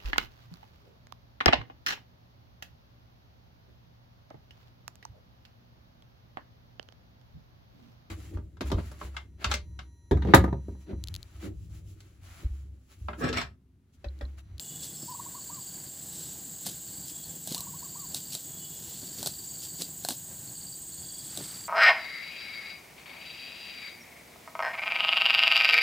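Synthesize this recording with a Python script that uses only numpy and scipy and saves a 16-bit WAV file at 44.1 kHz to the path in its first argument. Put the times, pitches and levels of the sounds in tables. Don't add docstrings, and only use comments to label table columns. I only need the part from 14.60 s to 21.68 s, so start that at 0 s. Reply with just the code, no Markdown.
import sys
import numpy as np
from scipy import signal
from scipy.fft import rfft, irfft, next_fast_len
from scipy.io import wavfile

SR = 44100
rng = np.random.default_rng(int(sys.argv[2]) if len(sys.argv) > 2 else 0)


def to_wav(sig):
    pcm = np.clip(np.atleast_2d(sig), -1, 1) * 32767
    pcm = np.round(pcm).astype(np.int16)
    wavfile.write(sys.argv[1], SR, pcm.T)


N = 312215
T = np.arange(N) / SR


def from_db(db):
    return 10 ** (np.asarray(db) / 20)


def rms_one(x):
    return x / np.sqrt(np.mean(np.abs(x) ** 2) + 1e-20)


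def in_time(rows):
    s, *columns = np.transpose(rows)
    return [np.interp(T, s, column) for column in columns]


def drift(rate_hz):
    r = np.exp(-40 * np.pi * rate_hz / SR)
    steps = rng.standard_normal(N // 20 + 4002)
    slow = signal.lfilter([1], [1, -2 * r, r * r], steps)[4000:]
    return np.interp(np.arange(N) / 20, np.arange(len(slow)), rms_one(slow))


def noise():
    return rng.standard_normal(N)


def coloured(x, spectrum):
    hz, db = np.transpose(spectrum)
    size = next_fast_len(N)
    bins_hz = np.maximum(np.fft.rfftfreq(size, 1 / SR), 1)
    gain = from_db(np.interp(np.log(bins_hz), np.log(hz), db))
    return rms_one(irfft(rfft(x, size) * gain, size)[:N])


def resonate(x, modes):
    out, power = 0, 0
    for k, (hz, width_hz, db) in enumerate(modes):
        r = np.exp(-np.pi * width_hz / SR)
        zeros = np.array([1, 0, -1]) * (1 - r * r) / 2
        poles = [1, -2 * r * np.cos(2 * np.pi * hz / SR), r * r]
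        ringing = signal.lfilter(zeros, poles, x + 1e-18)
        out = out + (-1) ** k * from_db(db) * ringing
        power += from_db(db) ** 2 * (1 - r * r) / 2
    return out / np.sqrt(power)


def swell(middle_s, length_s):
    bell = np.zeros(N)
    near = slice(*np.searchsorted(T, [middle_s - 2 * length_s, middle_s + 2 * length_s]))
    bell[near] = 2 ** -(2 * (T[near] - middle_s) / length_s) ** 2
    return bell


def grains(per_s, spread_db):
    sizes = from_db(spread_db * np.minimum(rng.exponential(1, N), 4))
    return rms_one((rng.random(N) < per_s / SR) * sizes * rng.choice([-1, 1], N))


def burst(decay_s, tail_db, tail_s, click):
    t = T[:SR // 10]
    power = np.exp(-2 * t / decay_s) + from_db(tail_db) ** 2 * np.exp(-2 * t / tail_s)
    return click * (t == 0) + rng.standard_normal(len(t)) * np.sqrt(power)


def tone(hz):
    return np.sin((2 * np.pi * (np.cumsum(hz) / SR % 1)).astype(np.float32))


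def scattered(hz, width_hz):
    phase = (2 * np.pi * (np.cumsum(hz + np.zeros(N)) / SR % 1)).astype(np.float32)
    return rms_one(drift(width_hz) * np.sin(phase) + drift(width_hz) * np.cos(phase))


def add(out, s, x):
    at = int(s * SR)
    out[at:at + len(x)] += x[:N - at]


def echoes(x, echo_db, t60=0.48):
    t = T[:SR // 2]
    tail = rng.standard_normal(len(t)) * np.exp(-np.log(1000) * t / t60)
    return x + from_db(echo_db) * signal.fftconvolve(x, tail / np.linalg.norm(tail))[:N]


def turn(start_s=5.2, end_s=5.44):
    return np.interp(T, [start_s, end_s], [0, 1])


# frequency in Hz, relative level in dB.
AIR_SPECTRUM = [(25, -36), (45, -11), (80, -3), (160, 3), (240, -9), (310, -5), (450, -16.5), (800, -14.5),
                (1300, -26), (1600, -19), (2400, -28), (16000, -24.5)]
# middle in seconds, length in seconds, level in dB.
RUMBLE_SWELLS = [(.4, 0.49, -55.5), (2.99, 0.52, -51)]


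def air(air_db=-52.0, waver_db=1.5, rumble_hz=160):
    swells = sum(from_db(db) * swell(s, length_s) for s, length_s, db in RUMBLE_SWELLS)
    steady = from_db(air_db + waver_db * drift(9.1)) * coloured(noise(), AIR_SPECTRUM)
    return steady + swells * scattered(rumble_hz, 29)


# frequency in Hz, relative level in dB.
CHORUS_SPECTRUM = [(2500, -25), (2900, -13), (3800, -13), (4700, -6), (5500, -18.5), (6300, -9), (6700, 0),
                   (7000, -1.5), (7700, 5), (8600, -3), (9800, -17.5), (11000, -10), (12100, -34),
                   (15400, -5.5)]
# first pulse in
# seconds, pitch in Hz, width of the blurred part in Hz, pulses per second, pitch sweep over a pulse cycle in Hz,
# level in dB before the turn.
STEADY_TONES = [(0.028, 7110, 70, 14.2, -110, -60), (0.012, 7355, 32, 12.96, -150, -57),
                (0.024, 7625, 70, 14.92, -450, -51.5), (0.025, 7935, 30, 15.32, -100, -53.5)]


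def cricket_chorus(far_db=-45.0, turned_db=-2.0, hiss_waver_db=0.6, waver_db=1.3):
    direct_share, echo_share = 0.78, 0.66
    out = from_db(far_db + hiss_waver_db * drift(0.99)) * coloured(noise(), CHORUS_SPECTRUM)
    for first_s, hz, width_hz, per_s, sweep_hz, db in STEADY_TONES:
        cycle = (per_s * (T - first_s) + 0.5 + 0.03 * drift(0.91)) % 1
        pitch = hz + sweep_hz * (cycle - 0.5) + 15 * drift(40)
        pulses = rms_one(np.sin(np.pi * cycle) ** 12 * tone(pitch))
        level = from_db(db + waver_db * drift(2.5) + turned_db * turn())
        out += level * (direct_share * pulses + echo_share * scattered(hz, width_hz))
    return out


# time in seconds, level in dB before pulsing.
LISP_LEVEL = [(0, -52.5), (3, -49.5), (5.3, -49.5), (6.2, -52.5), (7.08, -54)]


def katydids(buzz_db=-69, buzz_turned_db=8.5, buzz_depth=0.65):
    lisp_db, = in_time(LISP_LEVEL)
    spectrum = [(11500, -28), (12800, -10), (13500, -3.5), (15400, 0), (16000, -40)]   # Hz, dB
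    lisp = from_db(lisp_db) * coloured(noise(), spectrum)
    pulses = 1 + 0.22 * tone(20.2 + 0.3 * drift(2))
    pulses += 0.25 * tone(40.4 + 0.6 * drift(2))
    pulses += 0.25 * tone(81.4 + drift(2))
    buzz = scattered(11140, 250) * (1 + buzz_depth * tone(132 + drift(1.5)))
    return lisp * pulses + from_db(buzz_db + buzz_turned_db * turn()) * buzz


# middle in seconds, length in seconds, pitch at the middle in Hz, glide in Hz per second,
# blur in Hz, level in dB.
FAR_WHISTLES = [(0.434, 0.14, 5270, -1, 100, -55), (4.034, 0.084, 2980, -100, 17, -61)]


def far_whistles():
    out = np.zeros(N)
    for s, length_s, hz, glide, blur_hz, db in FAR_WHISTLES:
        out += from_db(db) * swell(s, length_s) * scattered(hz + glide * (T - s), blur_hz)
    return out


# middle in seconds, length in seconds, pitch in Hz, level in dB,
# echo share in dB.
FAR_TRILLS = [(.2, .32, 3410, -54.5, -7), (.11, .16, 2930, -58, -5), (2.63, .28, 3370, -58.5, -5),
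              (4.05, .33, 3370, -57, -6), (4.2, .2, 2900, -62, -4), (6.577, .4, 3370, -57.5, -7)]


def far_trills(width_hz=55, fall_hz=240, notes_per_s=26.5):
    out = np.zeros(N)
    for s, length_s, hz, db, echo_db in FAR_TRILLS:
        cycle = (notes_per_s * (T - s) + 0.5) % 1
        notes = np.sin(np.pi * cycle) ** 4 * tone(hz - fall_hz * (cycle - 0.5))
        echo_share = from_db(echo_db)
        mixed = 2 * np.sqrt(1 - echo_share ** 2) * notes + echo_share * scattered(hz, width_hz)
        out += from_db(db) * swell(s, length_s) * mixed
    return out


# time in seconds,
# level in dB before its echo is added.
BUSH_CRICKET_LEVEL = [(0, -63), (1.2, -58), (4.5, -59), (5.8, -53), (6.2, -49), (6.93, -49.5), (7.03, -68)]


def bush_cricket(pitch_hz=8260, scoop_hz=900, echo_db=-10, slap_db=-3.0, slap_delay_s=0.016):
    level_db, = in_time(BUSH_CRICKET_LEVEL)
    cycle = (16.48 * (T - 0.034) + 0.5) % 1
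    hz = pitch_hz - scoop_hz * np.maximum(0.5 - cycle, 0) + 18 * drift(47.0)
    direct = np.sin(np.pi * cycle) ** 12 * tone(hz)
    slap = np.interp(T - slap_delay_s, T, direct, left=0)
    chirping = rms_one(direct + from_db(slap_db) * slap)
    return from_db(level_db) * (chirping + from_db(echo_db) * scattered(pitch_hz, 45))


# start in seconds, end in seconds.
TRILL_BOUTS = [(.05, 0.25), (.72, 1.22), (1.65, 2.3), (2.85, 3.53), (3.8, 4.62), (4.85, 6.6)]


def bout_cricket(pitch_hz=6810, width_hz=45, pulses_per_s=41.0, sweep_hz=-100,
                 level_db=-53.5, echo_db=0.0, edge_s=0.084):
    singing = np.zeros(N)
    for start_s, end_s in TRILL_BOUTS:
        singing += np.clip(np.minimum(T - start_s, end_s - T) / edge_s + 0.5, 0, 1)
    cycle = (pulses_per_s * T + 0.14 * drift(1.0)) % 1
    hz = pitch_hz + sweep_hz * (cycle - 0.5) + 25 * drift(3)
    pulses = rms_one(np.sin(np.pi * cycle) ** 4 * tone(hz))
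    trill = rms_one(pulses + from_db(echo_db) * scattered(pitch_hz, width_hz))
    return from_db(level_db) * singing * trill


# first chirp in seconds, second chirp in seconds, last chirp in seconds,
# number of chirps, level in dB when warm.
DOUBLE_CHIRP_RUNS = [(.349, .43, .531, 4, -49.5), (.758, .819, 1.274, 9, -49),
                     (2.281, 2.335, 2.444, 4, -49), (2.648, 2.648, 2.648, 1, -47),
                     (3.197, 3.244, 3.765, 12, -49), (3.992, 4.06, 4.06, 2, -48),
                     (4.358, 4.428, 5.243, 18, -47), (5.883, 5.965, 6.135, 5, -46),
                     (6.332, 6.389, 7.048, 15, -45.3)]


def chirps(cold_slower=0.2, pace_warms_chirps=6.5, pitch_warms_chirps=1.3):
    rows = []
    for first_s, second_s, last_s, count, db in DOUBLE_CHIRP_RUNS:
        k = np.arange(round(count))
        steps = np.cumsum(1 + cold_slower * np.exp((1 - k[1:]) / pace_warms_chirps))
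        later = np.interp(steps, steps[[0, -1]], [second_s, last_s]) if len(steps) else []
        coldness = np.exp(-k / pitch_warms_chirps)
        rows += [(s, cold, db) for s, cold in zip([first_s, *later], coldness)]
    return rows


def double_chirper(pitch_hz=4620, fall_hz=430, stroke_s=0.013, gap_s=0.015, cold_hz=190,
                   cold_db=-3.0, uneven_db=0.4, blur=0.45):
    rows = chirps()
    level, hz = np.zeros(N), np.full(N, float(pitch_hz))
    u = np.linspace(0, 1, int(stroke_s * SR))
    for (s, cold, db), chance in zip(rows, rng.standard_normal((len(rows), 3))):
        for k in range(2):
            start_s = s + (k - 0.5) * gap_s - stroke_s / 2
            gain = from_db(db + cold_db * cold + uneven_db * chance[k])
            add(level, start_s, gain * np.sin(np.pi * u))
            add(hz, start_s, 20 * chance[2] - cold_hz * cold - fall_hz * (u - 0.5))
    voice = np.sqrt(2) * tone(hz) + blur * scattered(hz, 210)
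    return echoes(level * voice, echo_db=-9, t60=0.25)


# first chirp in seconds, number of chirps.
NEAR_CRICKET_RUNS = [(0.018, 6), (.652, 8), (1.499, 7), (2.274, 9), (3.191, 9), (4.034, 8), (4.879, 7)]


def near_cricket(pitch_hz=7360, drop_hz=140, stroke_s=0.018, gap_s=0.013, level_db=-42,
                 second_db=-12.0, chirps_per_s=14.18):
    out, u = np.zeros(N), np.linspace(0, 1, int(stroke_s * SR))
    for first_s, count in NEAR_CRICKET_RUNS:
        for s in first_s + np.arange(round(count)) / chirps_per_s:
            for k in range(2):
                hz = pitch_hz - drop_hz * (k + (u - 0.5) / 2)
                stroke = np.sin(np.pi * u) ** 2 * tone(hz)
                start_s = max(s + k * gap_s - stroke_s / 2, 0)
                add(out, start_s, from_db(level_db + k * second_db) * stroke)
    return echoes(out, echo_db=-5)


# start in seconds, length in seconds,
# pitch the arch rises towards in Hz, level in dB before the voice thins.
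CALL_NOTES = [(0.472, 0.066, 1013, -44), (0.533, 0.033, 1200, -40), (0.583, .04, 1160, -41.5),
              (0.648, 0.04, 1150, -42), (0.736, .06, 1170, -41), (0.887, 0.11, 1195, -43.5),
              (2.953, .058, 1190, -43.5), (3.004, 0.053, 1190, -47.5), (3.056, 0.051, 1150, -46.5),
              (3.125, .048, 1130, -45.5), (3.214, .06, 1170, -45.5), (3.342, 0.12, 1180, -45.5)]


def bird(base_hz=935, leap_s=0.0186, leap_width_s=0.0022, crest_share=0.3, fall_share=0.98,
         break_hz=1070, thin_db=-5.5, top_db=-7.5, attack_s=0.018, release_s=0.0098,
         waver_hz=11, flutter_db=1.8):
    out, waver, flutter = np.zeros(N), waver_hz * drift(90), flutter_db * drift(50)
    for s, length_s, top_hz, db in CALL_NOTES:
        t = T[:int(length_s * SR)]
        now = int(s * SR) + np.arange(len(t))
        u = np.maximum(t - leap_s, 0) / (length_s - leap_s)
        leap = 1 / (1 + np.exp((leap_s - t) / leap_width_s))
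        arch = (1 - fall_share * ((u - crest_share) / (1 - crest_share)) ** 2) * leap
        hz = base_hz + (top_hz - base_hz) * arch
        broken = 1 / (1 + np.exp((break_hz - np.maximum.accumulate(hz)) / 20))
        gate = np.minimum(t / attack_s, 1) ** 2 * np.minimum((length_s - t) / release_s, 1)
        gain = from_db(db + flutter[now] + broken * (thin_db + top_db * arch))
        add(out, s, gain * gate * tone(hz + waver[now]) * np.sqrt(2))
    return echoes(out, echo_db=-11.5, t60=0.45)


# time in seconds, level in dB before the ground's resonance.
DULL_BUMPS = [(.427, -35.5), (2.068, -42), (2.916, -33), (4.429, -38.5), (4.664, -39), (5.491, -37),
              (5.51, -37), (6.776, -33.5), (6.786, -32), (6.807, -32)]
# frequency in Hz, width in Hz, relative level in dB.
GROUND_MODES = [(184, 178, 2), (354, 98, 4), (520, 210, -8.5)]


def bumps(step_s=6.88, step_length_s=0.36, litter_db=-55):
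    pushes = np.zeros(N)
    for s, db in DULL_BUMPS:
        add(pushes, s, from_db(db) * burst(decay_s=0.0032, tail_db=-7, tail_s=0.015, click=7.6))
    dry_clicks = resonate(grains(3000, 2.8), [(1440, 1400, 0)])
    litter = from_db(litter_db) * swell(step_s, step_length_s) * dry_clicks
    dull = signal.butter(2, 1100, fs=SR, output="sos")
    return signal.sosfilt(dull, resonate(pushes, GROUND_MODES)) + litter


# frequency in Hz, relative level in dB.
CRACKLE_SPECTRUM = [(900, -15), (2300, -16), (3000, -3.5), (4200, 2), (5600, -2), (7800, 0), (11000, -4),
                    (15500, -7)]
# frequency in Hz, relative level in dB.
PULL_SPECTRUM = [(60, -28), (160, 5.5), (300, 1), (700, -14), (1100, -21), (2200, -17), (4000, -57)]


def rustling(blades_db=-58, chew_db=-60, chew_swing_db=2.0, turned_db=-8.0):
    blades = from_db(blades_db + 1.5 * drift(5)) * coloured(grains(1500, 4.2), CRACKLE_SPECTRUM)
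    chewing = from_db(chew_db + chew_swing_db * np.tanh(drift(3.0)))
    jaws = chewing * coloured(grains(170, 2.3), PULL_SPECTRUM)
    cheeks = signal.butter(2, 900, fs=SR, output="sos")
    return from_db(turned_db * turn()) * (blades + signal.sosfilt(cheeks, jaws))


# time in seconds, then before the shared trims the stem level in dB,
# mouth knock in dB and treble in dB, and last the pitch of the mouth as a ratio.
STEM_SNAPS = [(2.065, -23.5, -43.5, -31, 1), (2.874, -21.5, -44, -34, 1), (2.923, -24.5, -46, -36, 0.86),
              (2.946, -18, -47, -31, 1), (2.979, -21.5, -48, -37, 1), (3.006, -23.5, -53.5, -31, 1),
              (3.546, -18.5, -49, -31, 0.96), (3.751, -21, -43.5, -42, 0.88), (4.629, -20, -38, -34, 0.96),
              (4.66, -16, -39, -37, 0.9), (4.672, -15.5, -40, -27, 0.95), (5.22, -18.5, -51, -35, 1),
              (5.449, -21.5, -34.5, -31, 1), (5.487, -15, -32, -28, 1), (5.506, -19, -34.5, -33, 1),
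              (6.774, -21.5, -45.5, -34, 1)]
# frequency in Hz, width in Hz, relative level in dB.
MUZZLE_MODES = [(210, 86, -6), (704, 138, 0), (1105, 350, -15), (1550, 155, -10.5)]
# frequency in Hz, width in Hz, relative level in dB.
STEM_MODES = [(2760, 340, -9.5), (4070, 555, 6.5), (4770, 1920, -0.5), (7980, 1640, 0)]


def snapping(stem_db=-3.0, knock_db=5.0, treble_db=5.5, treble_hz=7000, stem_spread_octaves=0.025):
    out, bright = np.zeros(N), signal.butter(2, treble_hz, "high", fs=SR, output="sos")
    for s, peak, knock, treble, mouth_pitch in STEM_SNAPS:
        stem_pitch = 2 ** (rng.standard_normal() * stem_spread_octaves)
        stem_break = burst(decay_s=0.0017, tail_db=-14.5, tail_s=0.018, click=2.4)
        stem = resonate(stem_break, np.multiply(STEM_MODES, [stem_pitch, 1, 1]))
        mouth_break = burst(decay_s=0.0012, tail_db=-13, tail_s=0.015, click=8.7)
        mouth = resonate(mouth_break, np.multiply(MUZZLE_MODES, [mouth_pitch, 1, 1]))
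        crack = signal.sosfilt(bright, burst(decay_s=0.0019, tail_db=-10, tail_s=0.0092, click=1.3))
        add(out, s, from_db(peak + stem_db) * stem)
        add(out, s, from_db(knock + knock_db) * mouth)
        add(out, s, from_db(treble + treble_db) * crack)
    return out


# time at its height in seconds, length in seconds, crackle in dB,
# dull pull of the roots in dB.
TUFT_TEARS = [(0.243, 0.042, -40.5, -58), (2.073, 0.03, -34.5, -44.5), (2.927, .1, -42, -51),
              (3.565, 0.032, -38, -47.5), (3.738, 0.028, -36.5, -55), (4.61, 0.054, -41.5, -45.5),
              (4.669, 0.018, -37, -44), (5.044, 0.052, -43.5, -63), (5.217, 0.034, -38.5, -44.5),
              (5.442, 0.01, -44, -59), (5.511, 0.063, -40, -54)]
# time at its height in seconds, length in seconds,
# crackle in dB.
GRASS_BRUSHES = [(1.61, 0.24, -47), (2.493, 0.046, -45.5), (4.336, 0.4, -48.5), (6.843, 0.37, -47)]


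def tearing(fibres_per_s=6500, spread_db=3.0, clump_db=3.5, settle_lag_s=0.014, settle_s=0.11,
            settle_db=-10, brush_pull_db=-11.5):
    strokes = list(TUFT_TEARS)
    for s, _, db, pull_db in TUFT_TEARS:
        strokes.append((s + settle_lag_s, settle_s, db + settle_db, pull_db + settle_db))
    for s, length_s, db in GRASS_BRUSHES:
        strokes.append((s, length_s, db, db + brush_pull_db))
    crackle_power, pull_power = 0, 0
    for s, length_s, db, pull_db in strokes:
        power = swell(s, length_s) ** 2
        crackle_power = crackle_power + from_db(db) ** 2 * power
        pull_power = pull_power + from_db(pull_db) ** 2 * power
    clumps = rms_one(from_db(clump_db * np.tanh(drift(140))))
    crackle = np.sqrt(crackle_power) * coloured(grains(fibres_per_s, spread_db), CRACKLE_SPECTRUM)
    pull = np.sqrt(pull_power) * coloured(grains(1200, 1.5), PULL_SPECTRUM)
    return clumps * (crackle + pull)


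def scene():
    insects = cricket_chorus() + katydids() + bush_cricket()
    insects += bout_cricket() + double_chirper() + near_cricket()
    far_calls = far_whistles() + far_trills() + bird()
    cattle = bumps() + rustling() + snapping() + tearing()
    return np.tile(air() + insects + far_calls + cattle, (2, 1))


def record(dry, cutoff_hz=15520):
    return signal.sosfilt(signal.ellip(12, 0.2, 80, cutoff_hz, fs=SR, output="sos"), dry)


dry = scene()
out = record(dry)
to_wav(out)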